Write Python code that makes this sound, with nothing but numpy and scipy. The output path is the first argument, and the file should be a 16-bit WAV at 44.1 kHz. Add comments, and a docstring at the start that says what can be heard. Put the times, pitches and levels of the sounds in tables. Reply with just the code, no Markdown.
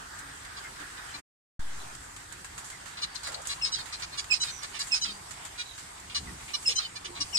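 """Finches sing in a small aviary: buzzy pulse-stack notes, high squeals of three partials, the upper two
throbbing, with hoarse tails, clean harmonic stacks, some of them falling, and cheeps.
Birds rustle in dry grass as noise bursts with dull knocks; thin near-sines whistle or hum low.
Shaped noise makes the rumble, outdoor wash, leaves, a band of hiss, one dull scuff and one gust.
The recorder pauses once, leaving a silent gap, and restarts with a slowly settling offset."""
import sys
import numpy as np
from scipy import signal
from scipy.fft import rfft, irfft
from scipy.io import wavfile
from scipy.ndimage import uniform_filter1d

SR = 44100
rng = np.random.default_rng(int(sys.argv[2]) if len(sys.argv) > 2 else 0)


def transcribe(u):
    """Save the signal u as a 16-bit wav file named by the first command-line argument.

    u: samples, shape (n,) or (channels, n), limited to [-1, 1]; the rate is SR.
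    q: integer samples, one column per channel.
    """
    v = np.clip(np.atleast_2d(u).T, -1, 1)
    q = np.round(v * 32767).astype(np.int16)
    wavfile.write(sys.argv[1], SR, q)


N = 325458

# Left-right values in dB are positive towards the left.
# Level curves of the steady noise layers. Each row: time in seconds, level in dB.
RUMBLE_LEVEL = [(0.0, -55.5), (1.2, -55.5), (1.75, -53.5), (2.9, -56), (3.6, -53.5), (4.3, -54.5),
                (5.8, -57), (6.25, -54), (6.55, -56.5), (7.3, -55)]
WASH_LEVEL = [(0.0, -48.5), (1.8, -47), (2.1, -52), (3.3, -48), (5.0, -47.5), (6.1, -49), (7.38, -49)]
LEAVES_LEVEL = [(0.0, -51), (1.8, -49), (3.2, -53.5), (4.8, -48), (6.1, -51), (6.7, -45.5), (7.0, -53.5),
                (7.38, -45.5)]
HISS_LEVEL = [(0, -49), (.25, -47), (.4, -52), (.5, -49), (.6, -48.5), (.66, -45), (.74, -55), (.82, -44),
              (.9, -48), (1.02, -45), (1.08, -50), (1.2, -49.5), (1.59, -46), (1.8, -52.5), (3, -53.5),
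              (4.3, -56), (7.38, -65)]
# Relative spectra of the noise layers. Each row: frequency in Hz, density in dB per Hz.
RUMBLE_SPECTRUM = [(12, -52), (20, -13), (48, 3.5), (153, -3.5), (226, -11), (283, -7.5), (321, -9.5),
                   (560, -12), (730, -58.5), (1230, -120)]
WASH_SPECTRUM = [(240, -38.5), (400, -8.5), (499, -23), (678, -4.5), (912, -1.5), (1600, -7.5),
                 (2170, -6.5), (2290, -8.5), (5000, -11.5), (6500, -18.5), (11000, -120)]
LEAVES_SPECTRUM = [(2350, -9.5), (4000, -14), (4610, -7), (5050, -9), (8090, 1.5), (9480, -7),
                   (14400, -22.5), (15500, -79)]
HISS_SPECTRUM = [(900, -19.5), (1250, -1.5), (1600, 3), (1950, -2), (2400, -28)]
SCUFF_SPECTRUM = [(300, -41.5), (500, -1), (800, -3), (1400, -15.5), (2200, -41)]
GUST_SPECTRUM = [(30, -30.5), (60, -5.5), (150, -9), (300, -16.5), (450, -20.5), (900, -63), (2000, -110)]
# Stereo likeness of the noise layers. 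Each row: frequency in Hz, left-right likeness from 0 to 1.
LIKENESS = [(60, 0.99), (150, 0.98), (290, 1), (640, 0.5), (1400, 0.028), (3100, 0.14), (7000, 0.024),
            (15000, 0.045)]
# Stereo balance of the noise layers. Each row: frequency in Hz, left-right in dB.
BALANCE = [(60, 0), (150, 0), (300, -2.5), (600, .5), (1200, -3), (2400, -1.5), (5000, -1), (8000, 1),
           (15000, 0)]
# Swells of the scuff and the gust. One row: level in dB, rise in dB per second, fall in dB per second.
SCUFF_SWELL_RATES = (-47.5, 800, 420)
GUST_SWELL_RATES = (-42, 130, 110)
# Grass rustles. Each row: start in seconds, crackle level in dB before it dies, knock in dB against the
# crackle, time to fall 60 dB in seconds.
GRASS_RUSTLES = [(0.189, -38.5, -9, 0.075), (0.4494, -43, 0, 0.055), (0.638, -44, -9, 0.08),
                 (.799, -50, 6, 0.16), (1.9498, -39, -4, 0.044), (2.163, -42.5, -1, 0.1),
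                 (2.3234, -40.5, -2.5, 0.08), (2.4442, -41, 1, 0.11), (2.5777, -37, -3, 0.15),
                 (2.6424, -43, -9, 0.5), (2.7, -41.5, -2, 0.15), (2.8577, -47, 2, 0.44),
                 (3.1451, -44, -3, 0.4), (3.2315, -40.5, -4, 0.24), (3.2693, -37, 0, 0.18),
                 (3.318, -43, 0, 0.29), (3.4165, -41.5, -22, 0.12), (3.453, -43.5, 2.5, 0.42),
                 (3.471, -28, -35, 0.056), (3.483, -38.5, -23, 0.4), (3.7842, -43, 1, 0.19),
                 (3.8567, -46, 2.5, 0.26), (3.997, -42.5, 2, 0.15), (4.242, -37.5, 3, 0.028),
                 (4.436, -39.5, -0.5, 0.44), (4.631, -37.5, -1, 0.1), (4.7914, -37.5, -6, 0.44),
                 (4.87, -38, -8, 0.16), (5.308, -39.5, -4, 0.12), (5.45, -37, -2, 0.12),
                 (5.778, -43.5, 0, 0.25), (5.9987, -44, -25, 0.062), (6.6258, -44, -5, 0.21)]
# Tone colour of dry grass and of the knocking perch. Each row: frequency in Hz, gain in dB.
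GRASS_COLOUR = [(3000, -15), (5500, -4), (7500, 7.5), (9500, -2.5), (12000, -13), (15500, -27)]
PERCH_COLOUR = [(500, -25.5), (1000, -10), (1700, -6), (2500, -13), (4500, -12.5), (7000, -33.5)]
# Thin whistling tones, one of them a second high voice beside the last squeal, and low tones.
# Each row: start in seconds, length in seconds, first pitch in Hz, last pitch in Hz, level in dB,
# left-right in dB.
THIN_WHISTLES = [(0.634, 0.04, 2146, 2080, -46.5, 8), (1.087, 0.028, 3100, 3120, -53.5, 11),
                 (1.78, 0.047, 4020, 3970, -53.5, -5), (2.718, 0.062, 2170, 1910, -55, -16),
                 (3.064, 0.2, 4600, 4520, -58, -5), (3.252, 0.11, 1376, 1416, -51, 0),
                 (3.264, 0.035, 1920, 2030, -47, 0), (4.482, 0.079, 6000, 6120, -48, -11),
                 (4.531, 0.093, 6040, 5800, -49, -11), (5.112, 0.023, 4750, 4720, -42, -7),
                 (5.14, 0.031, 4650, 4870, -50, -7), (7.33, .04, 5550, 5830, -35, 10),
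                 (5.403, 0.071, 3590, 3530, -57, -3), (5.639, 0.13, 4050, 3800, -54, -15),
                 (6.265, 0.043, 2115, 1820, -46.5, -9)]
LOW_HUMS = [(0.198, 0.12, 289.4, 278, -58.5, -1), (0.797, 0.044, 292, 286, -50.5, -1),
            (1.14, 0.09, 295, 290, -55, -1), (5.04, 0.17, 200.4, 194, -54, -3),
            (6.684, 0.04, 470, 468, -48, -10), (7.039, 0.12, 367, 337, -51.5, -7),
            (7.19, 0.044, 278, 316, -52, -2), (7.19, 0.078, 110, 101, -49, 0)]
# Throat colour. Each row: frequency in Hz, gain in dB.
THROAT_COLOUR = [(500, -27.5), (1100, -2), (1800, -10), (2400, -1), (2900, -5), (3400, -9.5), (4100, -2.5),
                 (5100, -7), (6100, -3.5), (7200, -11.5), (8200, -9.5), (9500, -12.5), (13000, -46)]
# Single calls and opening notes. Each row: start in seconds, length in seconds, level in dB,
# early roughness from 0 to 1, beak resonance in Hz, left-right in dB, thinning below 4 kHz in dB per octave.
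CHIRP_NOTES = [(0.561, 0.037, -43.5, 0.4, 4840, -2, -2), (0.794, .04, -55, 0.4, 3200, -10, -9),
               (.965, 0.032, -51, 0.46, 3100, -5, 8), (1.125, 0.041, -43, 0.05, 4300, 5, 0),
               (2.969, 0.05, -42, 1.03, 4040, 0, -3), (3.013, 0.039, -30.5, 0.32, 4400, 1.5, -1),
               (3.151, 0.016, -38.5, 0.6, 4300, 11.5, 7), (3.232, 0.069, -40, 0.6, 4600, 0.5, 1),
               (3.341, 0.011, -34.5, 0.87, 4380, 4, 4), (3.486, 0.054, -34, 0.41, 4100, 2.5, 1),
               (3.923, 0.037, -37, 0.77, 4530, 0.5, -0.5), (4.019, 0.034, -36, 0.77, 4740, -1, -2.5),
               (4.118, 0.048, -43.5, 0.46, 4120, 1, -4), (4.166, 0.038, -32.5, 0.1, 4800, -4, 3),
               (4.616, 0.044, -40, 0.26, 4140, -4, -2.5), (4.73, 0.056, -40.5, 0.44, 2290, -5, 4),
               (4.78, 0.05, -33.5, 0.19, 4700, -3.5, 2.5), (5.574, 0.053, -35.5, 0.34, 3870, -2, 1),
               (6.096, 0.051, -46, 0.96, 3300, -1, 1), (6.144, 0.047, -32, 0.67, 4200, -0.5, 3),
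               (6.477, 0.052, -46, 0.8, 2780, -1, -2), (6.536, 0.027, -37, 0.44, 4250, 5, 6),
               (6.951, 0.027, -38, 0.37, 4540, -2, 0), (7.042, 0.033, -37.5, 0.44, 3040, -1.5, 1.5),
               (7.148, 0.052, -42.5, 0.7, 3740, 1, -1.5), (7.2, 0.033, -32, 0.38, 5050, 1, 8)]
# Pitch of each chirp, one value in Hz per note.
CHIRP_PITCHES = [570, 588, 610, 588, 602, 583, 522, 551, 484, 564, 601, 617, 615, 572, 590, 594, 562, 478,
                 610, 588, 606, 577, 588, 588, 567, 565]
# Squeal that opens each song phrase. Each row: start in seconds, squeal length in seconds, rise in seconds,
# octave partial in dB, its swell in dB, lead-in pitch in Hz, body pitch in Hz, fundamental in dB,
# third partial in dB, lead-in in seconds, pitch settling in seconds, midway pitch dip as a share,
# throb depth from 0 to 1, throbs per second, left-right in dB.
SQUEALS = [(3.618, 0.045, 0.0046, -27.5, 2, 2756, 2580, -39, -36.5, 0.0091, 0.014, .008, 0.28, 69, 4),
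           (4.301, 0.042, 0.011, -24.5, 1.5, 2680, 2541, -22.5, -30.5, 0.0062, .014, 0.017, 0.27, 85, -7.5),
           (4.914, 0.036, 0.0067, -24, 1.5, 2750, 2570, -27, -32, 0.0089, 0.014, 0.015, 0.4, 156, -3.5),
           (6.658, 0.0335, 0.0043, -19.5, 11, 2970, 2605, -38, -26, .008, 0.0069, 0.0033, 0.45, 56, -0.5),
           (7.342, 0.02, 0.006, -21.5, 7, 2950, 2523, -33.5, -26.5, 0.016, 0.018, 0.0049, 0.24, 106, 4)]
# Hoarse syllables after a squeal. Each row: delay in seconds, length in seconds, pitch sag as a share over
# 0.56 of the note, late roughness from 0 to 1, arch power, treble fading as the beak closes in dB per octave.
SYLLABLES = [(.025, .052, 0, .6, .7, 6), (.128, .03, .02, .8, .7, 6), (.143, .068, .055, .6, .5, 0)]
# How each phrase sings them. One list per phrase, each row: level in dB, early roughness from 0 to 1,
# beak resonance in Hz, thinning below 4 kHz in dB per octave; the last phrase has one syllable.
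SYLLABLE_VOICES = [
    [(-34, 0.67, 4340, 4), (-36, 0.86, 4200, 9), (-43, 0.6, 4600, 0)],
    [(-34, 0.8, 4900, 4), (-37.5, 0.8, 4000, 7), (-45, 0.36, 3600, 7)],
    [(-31, 0.86, 5060, 3.5), (-35.5, 0.5, 3800, -0.5), (-43.5, 0.4, 4300, 1)],
    [(-31, 0.69, 3160, 6.5), (-36, 0.8, 4400, -2), (-42.5, 0.66, 3500, 1)],
    [(-26.5, 0.78, 4400, 10)],
]
# Pitch of the syllables. Each row: one pitch in Hz per syllable of that phrase.
SYLLABLE_PITCHES = [(553, 680, 630), (628, 660, 620), (610, 670, 636), (589, 670, 626), (600,)]
# Clean stacks. Each row: start in seconds, length in seconds, first fundamental in Hz, last fundamental in Hz,
# lateness of the glide as a power, number of the lowest partial heard.
CLEAR_STACKS = [(3.716, .038, 993, 1030, 4, 3), (4.398, .044, 993, 1006, 1, 3),
                (5.01, .04, 1007, 997, 2, 3), (6.753, .044, 1000, 1027, .5, 3)]
FALLING_STACKS = [(3.765, .06, 662, 595, 1, 5), (4.452, .066, 650, 598, 1, 5),
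                  (5.052, .066, 667, 607, 1, 5), (6.806, .068, 662, 592, 1, 5)]
CHEEP_STACKS = [(6.148, .042, 592, 572, 1, 2), (6.533, .032, 587, 584, 1, 2), (7.203, .034, 570, 568, 1, 2)]
# Partials of those stacks from the lowest up. One list per stack, each row: level in dB,
# growth through the note in dB, left-right in dB.
CLEAR_VOICES = [
    [(-47, -2, -2), (-34, 10, -6), (-36.5, 13, -9), (-36, -3, 1), (-58, -14, -2), (-44.5, -4, 8)],
    [(-44, 3, -3), (-31, 6, -5.5), (-41, 27, -9), (-37.5, -3, 11), (-40, -2, 0), (-41, 10, -3)],
    [(-45, 3, -2), (-32, -2, -3), (-39, 25, -11), (-33, -7, 6.5), (-42, -16, 2), (-48, -1, 6)],
    [(-39.5, -2, 0), (-33, 11, -11.5), (-35, 10, -2), (-31, -15, 13), (-45, -8, -13), (-46, -14, -6)],
]
FALLING_VOICES = [
    [(-57, -17, -7), (-50, 8, -7), (-48, 5, -12), (-56, 2, -3)],
    [(-57, 17, -3), (-47.5, 2, 4), (-47, 9, 11), (-50, 5, -1)],
    [(-48.5, -2, -2), (-47, 6, 6), (-47, -3, 6), (-49, -11, -3)],
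    [(-42.5, 11, 3), (-59, 1, 1), (-46, 2, -10), (-51, 28, -2)],
]
CHEEP_VOICES = [
    [(-53, -9, 4), (-53, 2, 7), (-53, 0, 3), (-40, -3, 9), (-48, -1, 3), (-37.5, -10, 10), (-42, -5, 0),
     (-44, -21, -5), (-48, -7, -8)],
    [(-46.5, -3, -9), (-54, 0, -2), (-47, 13, -10), (-39, 4, -12), (-45, 14, 8), (-36, -6, -15),
     (-49, -14, 0), (-34.5, 3, 8), (-40, -1, -14)],
    [(-45, -11, -8), (-56, -4, 7), (-59, 0, -2), (-41, 8, -5), (-55, -5, -6), (-39, 8, -7), (-48, 6, 4),
     (-45, -20, 13), (-39.5, -23, 9)],
]

LAG = 26  # samples by which the left microphone trails the right
GRASS_PAN_DB, GRASS_SPREAD_DB = -2.5, 3  # left-right place of the grass and chance scatter of the rustles
CALL_SAG, ROUGH_END = .006, .75  # chirps: pitch sag as a share over 0.56 of the note; late roughness 0-1
CREST_CLEAR, CREST_ROUGH = 0.84, 0.072  # place 0-1 of the loudest moment before limiting: late if clear
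# chance spread of a partial's level, its drift through the note, and its phase in radians
UNEVEN_DB, WANDER_DB, SCATTER = 2.0, 3.0, .9
LEAD_DB, SQUEAL_FALL_S = -37.5, 0.0067  # fundamental as the squeal body starts; squeal release
SCUFF_S, GUST_S = (3.28, 3.4), (6.24, 6.29)  # loudest stretch, from and to
PAUSE_S, FADE_S = (1.2155, 1.593), .022  # pause from and to; fade into it
OFFSET, SETTLE_S = -.043, .1625  # offset at full scale 1; its settling time
EDGE_HZ = 15650  # upper band limit


def amp(db):
    """Turns dB into an amplitude factor."""
    return 10 ** (np.asarray(db) / 20)


def evened(x):
    """Scales a signal to an RMS of one."""
    return x / np.sqrt(np.mean(x ** 2) + 1e-20)


def read(points, hz):
    """Reads a curve between its points on a log-frequency scale."""
    f, value = np.transpose(points)
    return np.interp(np.log(hz + 1), np.log(f + 1), value)


def add(mix, s, sound):
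    """Lays a stereo sound into the mix at s seconds, cut at the end of the mix."""
    part = mix[:, round(s * SR):][:, :sound.shape[1]]
    part += sound[:, :part.shape[1]]


def panned(x, pan_db):
    """Splits a level difference evenly over left and right."""
    return x * amp([[pan_db / 2], [-pan_db / 2]])


def coloured(x, gain):
    """Filters by gain(Hz) along the last axis."""
    return irfft(rfft(x) * gain(np.fft.rfftfreq(x.shape[-1], 1 / SR)), x.shape[-1])


def bed(spectrum, points, patchy_db, flicker_db, size):
    """Random short-time spectra with drifting patches and wide-band flicker follow a level curve."""
    frames, hz = 4 * N // size + 8, np.fft.rfftfreq(size, 1 / SR)
    a, b, c, d, patches = rng.standard_normal((frames, len(hz), 5)).T
    patches = uniform_filter1d(patches, size=size // 64, axis=0)
    patches = evened(uniform_filter1d(patches, size=10240 // size, axis=1))
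    flicker = evened(uniform_filter1d(rng.standard_normal(frames), size=6144 // size))
    same = np.clip(read(LIKENESS, hz), -1, 1)[:, None]
    right = a + 1j * b
    # the deep bass arrives together
    late = np.exp(-2j * np.pi * hz * LAG / SR * (hz > 200))[:, None]
    left = same * late * right + np.sqrt(1 - same ** 2) * (c + 1j * d)
    z = np.array([left, right]) * amp(patchy_db * patches + flicker_db * flicker)
    x = signal.istft(z, nperseg=size, noverlap=3 * size // 4)[1][:, :N]

    def side(v, sign):
        return coloured(v, lambda f: amp(read(spectrum, f) + sign * read(BALANCE, f) / 2))

    balanced = np.array([side(x[0], 1), side(x[1], -1)])
    s, db = np.transpose(points)
    return evened(balanced) * amp(np.interp(np.arange(N) / SR, s, db))


def rustle(s, db, thud_db, t60):
    """Dry stems crackle in a dying burst while the perch gives a dull knock."""
    t = np.arange(8192) / SR
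    a, b, grains = rng.standard_normal((3, 2, 8192))
    crackle = evened(coloured(a * amp(1.7 * grains), lambda f: amp(read(GRASS_COLOUR, f))))
    knock = evened(coloured(b, lambda f: amp(read(PERCH_COLOUR, f))))
    fall = np.minimum(t / 0.0013, 1) * amp(-60 * t / max(t60, .02))
    pan_db = GRASS_PAN_DB + GRASS_SPREAD_DB * rng.standard_normal()
    return s, panned(amp(db) * fall * (crackle + amp(thud_db) * knock), pan_db)


def aviary(x, t60):
    """The aviary answers with sparse taps of random sign that die away, other taps for each microphone."""
    at = np.arange(300, 16000, 20) + rng.integers(0, 20, (2, 785))
    taps = np.zeros((2, 16040))
    np.put_along_axis(taps, at, rng.choice([-1., 1.], at.shape) * amp(-60 * at / SR / t60), 1)
    return signal.fftconvolve(x.mean(0)[None], taps / np.linalg.norm(taps[0]), axes=1)[:, :N]


def tone(s, length, first_hz, last_hz, db, pan_db, waver):
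    """A thin near-sine glides and wavers in pitch and level."""
    u = np.arange(round(length * SR)) / (length * SR)
    noise = rng.standard_normal((2, 12000))
    drift, sway = (evened(uniform_filter1d(v, size=110))[:len(u)] for v in noise)
    hz = (first_hz + (last_hz - first_hz) * u ** 0.94) * (1 + waver * drift)
    x = amp(db + 5.5 * sway) * np.sin(2 * np.pi * np.cumsum(hz) / SR)
    return s, panned(x * np.sqrt(np.sin(np.pi * u)), pan_db)


def nearby(x, echo_db):
    """Each note gets a few random early echoes, different in each microphone, so partials differ by side."""
    at, size = rng.integers(30, 500, (2, 8)), rng.standard_normal((2, 8))
    taps = np.zeros((2, 500))
    np.put_along_axis(taps, at, amp(echo_db) * size, 1)
    taps[[0, 1], [LAG, 0]] = 1  # direct sound
    return signal.fftconvolve(x[None], taps / np.linalg.norm(taps, axis=1, keepdims=True), axes=1)


def note(pitch_hz, s, length, db, rough_early, beak_hz, pan_db, thin_db, sag, rough_late, power, closing_db):
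    """A pulse stack from the syrinx shifts in roughness as it ends, and leaves through throat and beak."""
    noise = rng.standard_normal((2, 4096))
    u = np.arange(min(round(length * SR), 4096)) / (length * SR)
    hz = pitch_hz * (1 - sag * (u - .5) / .56)
    rough = np.clip(np.interp(u, [.62, .92], [rough_early, rough_late]), 0, 1)
    wobble = evened(uniform_filter1d(noise[0], size=120))[:len(u)]
    turns = np.cumsum(hz * (1 + 0.049 * rough * wobble)) / SR
    size, phase = rng.standard_normal((2, 32))
    drift = rng.standard_normal((32, 5))

    def partial(k):
        wander_db = WANDER_DB * np.interp(u, np.linspace(0, 1, 5), drift[k])
        closed_db = closing_db * (u - .4) * np.log2(np.clip(k * pitch_hz / 4800, .8, 2))
        level = amp(UNEVEN_DB * size[k] + wander_db - closed_db)
        return level * np.cos(2 * np.pi * k * turns + SCATTER * phase[k])

    folds = sum(partial(k) for k in range(1, int(12000 // pitch_hz)))
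    puffs = (0.39 + np.exp(-(turns % 1) / 0.083)) * noise[1, :len(u)]  # a breath burst each cycle
    drive = (1 - rough) * evened(folds) + rough * evened(puffs)
    loudest = CREST_CLEAR + (CREST_ROUGH - CREST_CLEAR) * rough_early
    bend = np.log(.5) / np.log(np.clip(loudest, .1, .9))  # puts the crest of the arch at its place
    shape = np.sin(np.pi * u ** bend) ** power
    dull_db = 0.79 * min(db + 33, 0)  # per octave above 4 kHz: soft notes carry less treble

    def throat_and_beak(f):
        treble_db = dull_db * np.log2(np.maximum(f / 4000, 1))
        thinning_db = thin_db * np.log2(np.clip(f / 4000, .1, 1))
        resonance = 1 + 2.2 / (1 + ((f - beak_hz) / 600) ** 2)
        return amp(read(THROAT_COLOUR, f) + treble_db + thinning_db) * resonance

    voice = coloured(np.pad(drive * shape, 64), throat_and_beak)
    return s, panned(nearby(amp(db) * evened(voice), echo_db=-14), pan_db)


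def swell(stretch, db, rise, fall):
    """Level points of a sound that grows, holds and dies at steady rates."""
    start, stop = stretch
    return [(start - 60 / rise, db - 60), (start, db), (stop, db), (stop + 60 / fall, db - 60)]


def squeal(s, length, rise, db, swell_db, lead_hz, body_hz, low_db, third_db, lead, settle, dip, depth, rate,
           pan_db):
    """A soft lead-in glides down to three partials on a shaking pitch; the upper two throb unevenly."""
    t = np.arange(-lead, length + SQUEAL_FALL_S, 1 / SR)
    u = np.clip(t / length, 0, 1)
    noise = rng.standard_normal((2, 6000))
    shake, throb = (evened(uniform_filter1d(v, size=130))[:len(t)] for v in noise)
    hz = body_hz + (lead_hz - body_hz) * np.exp(-((t + lead) / settle) ** 2)
    bend = 1 + 0.023 * depth * shake - dip * np.cos(2 * np.pi * (u - .55))
    turn = 2 * np.pi * np.cumsum(hz * bend) / SR
    end = np.clip((length + SQUEAL_FALL_S - t) / SQUEAL_FALL_S, 0, 1)
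    growth = amp(swell_db * (np.minimum(t / length / 0.79, 1) - 1.0))
    body = np.clip(t / rise, 0, 1) ** 2 * growth * end
    low_level = amp(np.interp(t, [0, length / 2, length], [LEAD_DB, low_db, low_db - 7]))
    low = np.clip((t + lead) / .008, 0, 1) * low_level * amp(2.5 * shake) * end
    beat = amp(3 * depth * throb) * (1 + depth * np.sin(2 * np.pi * rate * t + .6 * throb))
    octave = amp(db) * np.sin(2 * turn)
    third = amp(third_db) * np.sin(np.pi * u) * np.sin(3 * turn)
    x = np.sqrt(2) * (beat * body * (octave + third) + low * np.sin(turn))  # levels are RMS
    return s - lead, panned(nearby(x, echo_db=-15), pan_db)


def stack(s, length, first_hz, last_hz, bend, lowest, partials, rise, fall, sway_db):
    """A clean harmonic note: every partial swells or fades and sways by itself and leans to its own side."""
    u = np.arange(round(length * SR)) / (length * SR)
    shake = evened(uniform_filter1d(rng.standard_normal(4096), size=150))[:len(u)]
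    hz = (first_hz + (last_hz - first_hz) * u ** bend) * (1 + .0015 * sway_db * shake)
    turn = 2 * np.pi * np.cumsum(hz) / SR
    sway, phase = rng.standard_normal((12, 7)), SCATTER * rng.standard_normal(12)
    x = np.zeros((2, len(u)))
    for k, (db, growth_db, pan_db) in enumerate(partials):
        swaying_db = sway_db * np.interp(u, np.linspace(0, 1, 7), sway[k])
        level = amp(db + growth_db * (u - .5) + swaying_db)
        x += panned(level * np.cos((lowest + k) * turn + phase[k]), pan_db)
    x *= np.sqrt(2) * np.clip(np.minimum(u / rise, (1 - u) / fall), 0, 1)  # levels are RMS
    return s, np.array([np.pad(x[0], (LAG, 0)), np.pad(x[1], (0, LAG))])


def scene():
    """Mixes the birds, their echo in the aviary and the noise layers."""
    birds = np.zeros((2, N))
    for hz, row in zip(CHIRP_PITCHES, CHIRP_NOTES):
        add(birds, *note(hz, *row, sag=CALL_SAG, rough_late=ROUGH_END, power=0.56, closing_db=4.0))
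    for opening, voices, pitches in zip(SQUEALS, SYLLABLE_VOICES, SYLLABLE_PITCHES):
        add(birds, *squeal(*opening))
        s, pan_db = opening[0], opening[-1]
        for syllable, voice, hz in zip(SYLLABLES, voices, pitches):
            delay, length, sag, *ending = syllable
            db, rough, beak_hz, thin_db = voice
            add(birds, *note(hz, s + delay, length, db, rough, beak_hz, pan_db, thin_db, sag, *ending))
    # rise and fall are shares of the note's length
    for rows, voices, rise, fall, sway_db in [(CLEAR_STACKS, CLEAR_VOICES, .36, .13, 3.3),
                                              (FALLING_STACKS, FALLING_VOICES, .2, .2, 4.5),
                                              (CHEEP_STACKS, CHEEP_VOICES, .3, .3, 3)]:
        for row, partials in zip(rows, voices):
            add(birds, *stack(*row, partials, rise, fall, sway_db))
    for row in THIN_WHISTLES:
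        add(birds, *tone(*row, waver=.011))
    for row in LOW_HUMS:
        add(birds, *tone(*row, waver=0.035))
    for row in GRASS_RUSTLES:
        add(birds, *rustle(*row))
    scuff_level = swell(SCUFF_S, *SCUFF_SWELL_RATES)
    gust_level = swell(GUST_S, *GUST_SWELL_RATES)
    beds = bed(RUMBLE_SPECTRUM, RUMBLE_LEVEL, patchy_db=1.0, flicker_db=.5, size=2048)
    beds += bed(WASH_SPECTRUM, WASH_LEVEL, patchy_db=2.0, flicker_db=0.57, size=512)
    beds += bed(LEAVES_SPECTRUM, LEAVES_LEVEL, patchy_db=1.6, flicker_db=0.5, size=512)
    beds += bed(HISS_SPECTRUM, HISS_LEVEL, patchy_db=1.5, flicker_db=1.0, size=512)
    beds += bed(SCUFF_SPECTRUM, scuff_level, patchy_db=1.5, flicker_db=1.2, size=512)
    beds += bed(GUST_SPECTRUM, gust_level, patchy_db=2.0, flicker_db=1.5, size=1024)
    return birds + amp(-10) * aviary(birds, t60=.12) + beds


def record(dry):
    """The sound fades into the pause; at the restart the input offset drains away; then the band limit."""
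    t = np.arange(N) / SR
    stop, start = PAUSE_S
    on = np.clip((stop - t) / FADE_S, 0, 1) ** 2 + np.clip((t - start) / .002, 0, 1)
    after = np.maximum(t - start, 0)
    on = on * amp(-4.0 * (t > start) * np.clip(1 - after / 0.18, 0, 1))  # the input gain climbs back
    offset = OFFSET * np.clip(after / .002, 0, 1) * np.exp(-(after / SETTLE_S) ** 1.5)
    lowpass = signal.firwin(511, EDGE_HZ, window=("kaiser", 9), fs=SR)
    return signal.oaconvolve(dry * on + offset, lowpass[None], "same")


dry = scene()
out = record(dry)
transcribe(out)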